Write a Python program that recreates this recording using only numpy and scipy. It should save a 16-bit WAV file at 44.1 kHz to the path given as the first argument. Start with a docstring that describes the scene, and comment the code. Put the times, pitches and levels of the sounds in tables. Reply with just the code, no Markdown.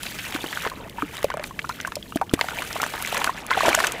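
"""Grit crackles and patters onto muddy water, close up: two hands are crumbling lumps of sand and cement
over a plastic tub. A soaked lump is lifted, drips, snaps and is crushed; then the hands plunge and slosh.
The crackle is sand breaking loose in tiny bursts, and wet crumbs smack the surface.
Trapped air rings as short bubbles that rise in pitch. A low rumble lies underneath."""
import sys
import numpy as np
from scipy import signal
from scipy.fft import rfft, irfft
from scipy.io import wavfile

SR = 44100
rng = np.random.default_rng(int(sys.argv[2]) if len(sys.argv) > 2 else 0)


def bounce(signal):
    """Save signal as a 16-bit WAV file at the path given by the first command-line argument."""
    frames = np.transpose(np.atleast_2d(signal))
    limited = np.clip(frames, -1, 1)
    pcm = np.round(limited * 32767).astype(np.int16)
    wavfile.write(sys.argv[1], SR, pcm)


N = 176400
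TOP_HZ = 15500


def undb(db):
    """Decibels to gain."""
    return 10 ** (np.asarray(db) / 20)


def unit(x):
    """Scale to rms 1."""
    return x / np.sqrt(np.mean(x ** 2))


def fade(t, t60):
    """Exponential decay by 60 dB in t60."""
    return np.exp(-np.log(1000) * t / t60)


def add(out, start_s, sound):
    """Drop a short sound onto the track."""
    i = int(np.clip(start_s * SR, 0, N - 1))
    out[i:i + len(sound)] += sound[:N - i]


def band(x, lo_hz, hi_hz, order=1):
    """Causal band-pass."""
    edges = [lo_hz, min(hi_hz, SR / 2 - 1000)]
    return signal.sosfilt(signal.butter(order, edges, "bandpass", fs=SR, output="sos"), x)


def equalise(x, curve, size=8192):
    """Minimum-phase EQ through (freq_hz, gain_db) points."""
    hz, db = np.array(curve).T
    bins_hz = np.arange(size // 2 + 1) * SR / size
    gain = undb(np.interp(np.log(bins_hz + 1), np.log(hz), db))
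    cepstrum = irfft(np.log(gain))
    cepstrum[1:size // 2] *= 2
    cepstrum[size // 2 + 1:] = 0
    impulse = irfft(np.exp(rfft(cepstrum)))
    return signal.fftconvolve(x, impulse)[:len(x)]


def bubble(hz, ring_s, rise=0.15, attack_cycles=0.31):
    """A pocket of air speaks within a cycle, then bends up in pitch as it dies away."""
    t = np.arange(int(ring_s * SR) + 8) / SR
    envelope = (1 - np.exp(-t * hz / attack_cycles)) * fade(t, ring_s)
    return envelope / envelope.max() * np.sin(2 * np.pi * hz * t * (1 + rise * t / ring_s / 2))


def sizes(chance, spread_db):
    """Gains for many small grains and a few large ones, from uniform chance."""
    return undb(spread_db * np.minimum(-np.log(1 - chance), 4))


def swarm(flow, per_s, centre_hz, octaves, cycles, spread_db, busy_db=-33):
    """A cloud of tiny rings around one pitch; its level rides the flow, and it thins below busy_db."""
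    out = np.zeros(N)
    density = np.minimum(flow / undb(busy_db), 1) ** 0.55
    grain_rng = np.random.default_rng(rng.integers(2 ** 31))
    for when, a, b, length, size, chance in grain_rng.random((int(per_s * N / SR), 6)):
        share = density[int(when * N)]
        if chance < share:
            hz = min(centre_hz * 2 ** (octaves * (a + b - 1)), TOP_HZ)
            ring_s = cycles * 2 ** (2 * length - 1) / hz
            gain = sizes(size, spread_db) / np.sqrt(share)  # thinning alone costs no power
            add(out, when * N / SR, np.sign(a - b) * gain * bubble(hz, ring_s))
    return unit(out) * flow


# Fader moves for the handwork: a lump crumbles at the start, another from 2.4 s, the plunge near 3.7 s.
# time_s, grit_db, patter_db, slosh_db
HAND_FADERS = [ (0, -39.5, -40.5, -54), (.05, -36.5, -39.5, -46.5), (.13, -39, -40, -46),
               (.21, -37, -38, -48), (.35, -37, -39, -40.5), (.48, -39, -43.5, -40.5),
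               (.57, -37, -36.5, -43), (0.671, -39.5, -35, -40), (0.716, -48.5, -45.5, -44),
               (.84, -55, -49, -39.5), (0.929, -55.5, -52, -52), (0.989, -45, -40.5, -40.5),
               (1.06, -50, -44.5, -48), (1.16, -39, -39, -40), (1.22, -45.5, -41.5, -47),
               (1.39, -57, -46, -47), (1.46, -41.5, -49.5, -38.5), (1.52, -53.5, -53, -54.5),
               (1.66, -47, -54, -47.5), (1.8, -44, -41.5, -50), (1.9, -50.5, -50, -51),
               (2.02, -52, -52, -50), (2.1, -48, -56, -55), (2.26, -56, -56, -49.5),
               (2.375, -48.5, -47, -45.5), (2.44, -40.5, -41, -42), (2.61, -39, -35, -36),
               (2.68, -38, -41.5, -45.5), (2.75, -40, -35.5, -40), (2.83, -36, -35.5, -35.5),
               (2.9, -38, -37.5, -43.5), (3.0, -37.5, -37.5, -37), (3.1, -35, -33.5, -40.5),
               (3.16, -33.5, -29, -33.5), (3.272, -34.5, -38.5, -28.5), (3.32, -44, -44, -45),
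               (3.38, -40, -34.5, -41.5), (3.448, -53.5, -47, -39), (3.519, -38, -30.5, -37),
               (3.62, -28.5, -26.5, -34.5), (3.68, -26.5, -24, -20), (3.77, -29, -32.5, -36),
               (3.848, -28, -31, -29.5), (3.908, -38, -37, -35.5), (4.0, -42.5, -39, -37)]


def handwork(column):
    """How hard the hands drive one layer, as gain over time."""
    rows = np.array(HAND_FADERS)
    return undb(np.interp(np.arange(N) / SR, rows[:, 0], rows[:, column]))


# The bright, sandy tone of grit: freq_hz, gain_db
GRIT_EQ = [(1500, -15), (3000, 3), (5200, -5), (6700, -2.5), (8200, -3), (9400, -5.5), (10600, -3),
           (12500, -5), (15500, -5)]


def grit(trim_db=-0.5, wet_span_s=(3, 3.6), wet_cutoff_hz=9100):
    """Sand breaks loose in tiny bursts, with lone clicks and ticking mud films; under water it dulls."""
    flow = handwork(column=1)
    when, size, noise = rng.random(N), rng.random(N), rng.standard_normal(N)
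    breaks = (when < 520 / SR) * sizes(size, spread_db=4.5)
    bursts = noise * signal.fftconvolve(breaks, fade(np.arange(SR // 50) / SR, t60=0.032))[:N]
    clicks = (rng.random(N) < 500 / SR) * np.sign(noise) * sizes(size, spread_db=1.0)
    ticks = swarm(flow, per_s=1200, centre_hz=5810, octaves=1.37, cycles=33, spread_db=5.5)
    crackle = (unit(bursts) + undb(-5.5) * unit(clicks)) * flow
    sand = equalise(crackle + undb(-5.5) * ticks, GRIT_EQ)
    sand *= np.std(flow * noise) / np.std(sand)  # back to the fader's level
    dull = signal.sosfilt(signal.butter(1, wet_cutoff_hz, fs=SR, output="sos"), sand)
    wet = np.interp(np.arange(N) / SR, wet_span_s, [0, 1])
    return undb(trim_db) * (sand + wet * (dull - sand))


def patter(pour_db=-12.5):
    """Crumbs rain on the water, each leaving a tiny bubble; the finest sand merges into a pour."""
    flow = handwork(column=2)
    drops = swarm(flow, per_s=1400, centre_hz=2200, octaves=0.94, cycles=22.0, spread_db=4.0)
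    fine_sand = (rng.random(N) < 4000 / SR) * rng.standard_normal(N)
    pour = unit(band(fine_sand, 1530, 3200, order=2))
    return (drops + undb(pour_db) * pour * flow) / np.hypot(1, undb(pour_db))


def slosh(trim_db=-1.5):
    """Stirred mud folds in larger, well damped bubbles and a few low gulps."""
    flow = handwork(column=3)
    bubbles = swarm(flow, per_s=560, centre_hz=900, octaves=1.116, cycles=16.3, spread_db=3.0)
    gulps = swarm(flow, per_s=200, centre_hz=390, octaves=0.95, cycles=12.4, spread_db=2.5)
    return undb(trim_db) * (bubbles + undb(-8.5) * gulps)


# The dark tone of the surroundings: freq_hz, gain_db
RUMBLE_EQ = [(15, -23), (28, -0.5), (60, 0.5), (110, -0.5), (170, 1.5), (260, -1.5), (500, -9),
             (1200, -30.5), (15500, -35.5)]


def rumble(level_db=-43.5):
    """The surroundings lay a steady bed of low noise."""
    return undb(level_db) * unit(equalise(rng.standard_normal(N), RUMBLE_EQ))


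# Brittle accents from cement and mud films, plus one soft rub of the hands at 1.46 s: start_s, level_db,
# ring_ms, centre_hz
SNAP_CUES = [ (0.0321, -12, 8.3, 4060), (0.345, -15, 13, 4000), (.622, -16, 11, 4000),
             (.699, -18, 10, 4230), (.897, -21.5, 7.5, 3950), (1.1687, -12, 7.7, 3970),
             (1.2294, -15, 6.1, 6800), (1.2425, -11.5, 13, 6440), (1.3398, -27, 7, 7000),
             (1.3712, -21, 7.5, 7500), (1.437, -19, 22, 9350), (1.463, -27, 46, 8500),
             (1.692, -14, 20, 4060), (1.812, -15, 13, 6030), (1.872, -18.5, 26, 7000),
             (1.955, -10.5, 17, 5040), (2.158, -16.5, 36, 8600), (2.337, -8.5, 31, 7840),
             (2.4114, -7, 4.1, 4000), (2.623, -18.5, 8.7, 8050), (2.729, -14, 9.1, 4500),
             (2.8177, -6.5, 7.2, 6340), (2.8317, -16, 6, 6560), (2.864, -15, 8.7, 7600),
             (3.024, -10, 18, 11100), (3.061, -11.5, 7.8, 6900), (3.075, -12, 6, 8500),
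             (3.145, -13.5, 19, 7000), (3.1773, -9, 11, 7150), (3.243, -4, 10, 4380),
             (3.466, -11, 3.5, 10500), (3.661, -7.5, 8.2, 6500), (3.7498, 4, 6.9, 6700),
             (3.8688, -4.5, 22, 6400), (3.9208, -11, 9.4, 7200)]


def snaps(trim_db=-5, click_db=-2.5, edge_ratio=1.155):
    """Cement cracks and thin films of mud burst, and once the hands rub: a narrow, bright ring over a broad
    click."""
    out, t = np.zeros(N), np.arange(SR // 20) / SR
    for start_s, level_db, ring_ms, centre_hz in SNAP_CUES:
        burst = rng.standard_normal(len(t)) * fade(t, ring_ms / 1000)
        ring = band(burst, centre_hz / edge_ratio, centre_hz * edge_ratio)
        click = band(equalise(burst, GRIT_EQ), 900, 11300)
        crack = ring + undb(click_db) * click
        add(out, start_s, undb(level_db + trim_db) * crack / abs(crack).max())
    return out


# Wet crumbs and drops smacking the water: start_s, level_db, centre_hz, ring_ms
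SPLAT_CUES = [ (0.0648, -23, 2520, 34), (0.188, -23.5, 2330, 78), (.251, -23, 2200, 8.9),
              (0.324, -19.5, 2120, 17), (.350, -18.5, 2440, 56), (.361, -19.5, 1400, 13),
              (.441, -23.5, 930, 56), (.528, -21, 1650, 52), (0.6504, -16.5, 1450, 18),
              (0.6734, -17, 1870, 12), (1.229, -20.5, 1660, 19), (1.303, -18, 1480, 24),
              (1.371, -23, 1220, 13), (1.396, -23.5, 1900, 20), (1.428, -27, 1180, 12),
              (1.44, -20, 2070, 19), (1.5915, -16.5, 2130, 20), (1.618, -29.5, 3000, 14),
              (1.802, -18.5, 1890, 16), (1.921, -21.5, 1330, 18), (2.1718, -22, 1970, 11),
              (2.3392, -16.5, 2600, 22), (2.4113, -11, 2200, 18), (2.4859, -18, 1380, 15),
              (2.508, -23, 1900, 11), (2.621, -18, 1300, 45), (2.838, -14.5, 1360, 16),
              (2.864, -18.5, 1080, 17), (2.938, -18, 900, 52), (2.968, -29, 1900, 14),
              (3.049, -17.5, 2200, 17), (3.169, -14, 1940, 33), (3.218, -13, 1340, 12),
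              (3.245, -12.5, 1270, 9.8), (3.507, -14, 1600, 29), (3.658, -18, 1470, 51),
              (3.6897, -8.5, 1880, 13), (3.746, -11, 1400, 28), (3.803, -11, 1260, 27),
              (3.845, -9, 1580, 9), (3.8695, -13.5, 2300, 29)]


def splats(trim_db=3.5, strike_db=14, edge_ratio=1.285):
    """Each smack is a sharp strike and a short spatter that ring in the dent made in the water."""
    out, t = np.zeros(N), np.arange(SR // 20) / SR
    strike = undb(strike_db) * (t == 0)
    for start_s, level_db, centre_hz, ring_ms in SPLAT_CUES:
        spatter = rng.standard_normal(len(t)) * fade(t, ring_ms / 1000)
        dent = band(strike + spatter, centre_hz / edge_ratio, centre_hz * edge_ratio)
        smack = band(dent, 260, 3200)
        add(out, start_s, undb(level_db + trim_db) * smack / abs(smack).max())
    return out


# Foreground bubbles: start_s, pitch_hz, level_db, ring_ms
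PLOP_CUES = [ (0.349, 299, -17.5, 36), (0.4403, 326, -18.5, 22), (0.573, 1480, -13, 9.7),
             (0.6539, 1035, -18, 35), (0.6648, 785, -13, 6.2), (0.6667, 490, -16, 12),
             (0.717, 1026, -22, 34), (0.983, 920, -20.5, 41), (1.0228, 1230, -10, 14.5),
             (1.029, 288, -16.5, 53), (1.179, 3760, -23, 13), (1.244, 544, -7.5, 25),
             (1.3018, 1010, -14.5, 23), (1.316, 1460, -21.5, 25), (1.340, 950, -16, 11.5),
             (1.3425, 565, -19.5, 28), (1.3712, 652, -18.5, 33), (1.396, 585, -19, 35),
             (1.509, 1040, -26, 38), (1.6434, 1054, -21.5, 27), (1.647, 1350, -18.5, 22),
             (1.694, 994, -16.5, 34), (1.6985, 1320, -17.5, 26), (1.711, 1390, -24, 21),
             (1.8494, 1530, -13, 18.4), (1.875, 1050, -19.5, 34), (1.968, 574, -19.5, 32),
             (2.027, 3250, -23, 12.3), (2.123, 1224, -24.5, 20), (2.1583, 280, -8.5, 21.8),
             (2.1587, 640, -16, 33), (2.2138, 1090, -8.5, 5.8), (2.2154, 773, -10, 38),
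             (2.2221, 900, -19, 36), (2.295, 3100, -18.5, 6.1), (2.313, 1320, -26, 12),
             (2.337, 283, -2.5, 9.6), (2.392, 1160, -13, 12), (2.4114, 1790, -13, 7.9),
             (2.4134, 900, -10.5, 10.3), (2.4432, 715, -20, 20), (2.5871, 2340, -12.5, 11),
             (2.7573, 673, -18.5, 22), (2.764, 1060, -16.5, 20), (2.8008, 1325, -13.5, 25),
             (2.8314, 1070, -9, 7.4), (3.1266, 696, -13.5, 10.4), (3.1478, 1020, -15, 22),
             (3.215, 950, -12, 10), (3.2429, 1026, -12.5, 26), (3.2746, 1430, -10, 19),
             (3.294, 1020, -9.5, 28), (3.513, 1027, -9.5, 42), (3.514, 1380, -7.5, 14),
             (3.5292, 2060, -12, 23), (3.5712, 636, -13.5, 37), (3.5737, 750, -8.5, 33),
             (3.6071, 1070, -7.5, 20), (3.6333, 630, -9, 22), (3.6531, 970, -7.5, 20),
             (3.6824, 600, -4, 15.4), (3.685, 347, -17.5, 73), (3.7297, 2250, -7.5, 14),
             (3.748, 980, -6, 5.6), (3.7756, 640, -13, 57), (3.7895, 1467, -3, 3),
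             (3.8399, 1520, -6.5, 13.4)]


def plops(trim_db=-1.5, wobble_depth=0.18, contact_db=-10, split_db=-12.5, split_within_s=0.008):
    """The surface clicks on contact, a large bubble wobbles as it rings, and a smaller one splits off."""
    out = np.zeros(N)
    for start_s, pitch_hz, level_db, ring_ms in PLOP_CUES:
        noise = rng.standard_normal(SR // 10)
        lag, interval, hardness = rng.random(3)
        gain = undb(level_db + trim_db)
        ring = bubble(pitch_hz, ring_ms / 1000)
        wobble = unit(band(noise, pitch_hz / 20, pitch_hz / 2, order=2))[-len(ring):]
        click = equalise(noise * fade(np.arange(len(noise)) / SR, t60=0.0061), GRIT_EQ)
        offshoot = bubble(pitch_hz * 2 ** (.5 + interval / 2), ring_ms / 1000 / 2)
        add(out, start_s, -gain * ring * (1 + wobble_depth * wobble))
        add(out, start_s, gain * hardness * undb(contact_db) * click / abs(click).max())
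        add(out, start_s + lag * split_within_s, gain * undb(split_db) * offshoot)
    return out


def tub(x, wall_s=0.0034, wall_db=-20, tail_db=-22.5):
    """One quick slap off the tub wall and a faint, short tail."""
    t = np.arange(SR // 3) / SR
    impulse = band(rng.standard_normal(len(t)) * fade(t, t60=0.056) * (t > wall_s), 130, 7700)
    tail = signal.fftconvolve(x, impulse / np.linalg.norm(impulse))[:N]
    slap = np.interp(np.arange(N) - wall_s * SR, np.arange(N), band(x, 430, 6100), left=0)
    return x + undb(wall_db) * slap + undb(tail_db) * tail


def scene():
    """Textures and accents sound in the tub, over the rumble; mono."""
    bed = rumble()
    textures = grit() + patter() + slosh()
    accents = plops() + splats() + snaps()
    return (tub(textures + accents) + bed)[None]


def record(dry):
    """A steep high cut on the whole mix."""
    return signal.sosfilt(signal.ellip(10, .2, 80, TOP_HZ, fs=SR, output="sos"), dry)


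dry = scene()
out = record(dry)
bounce(out)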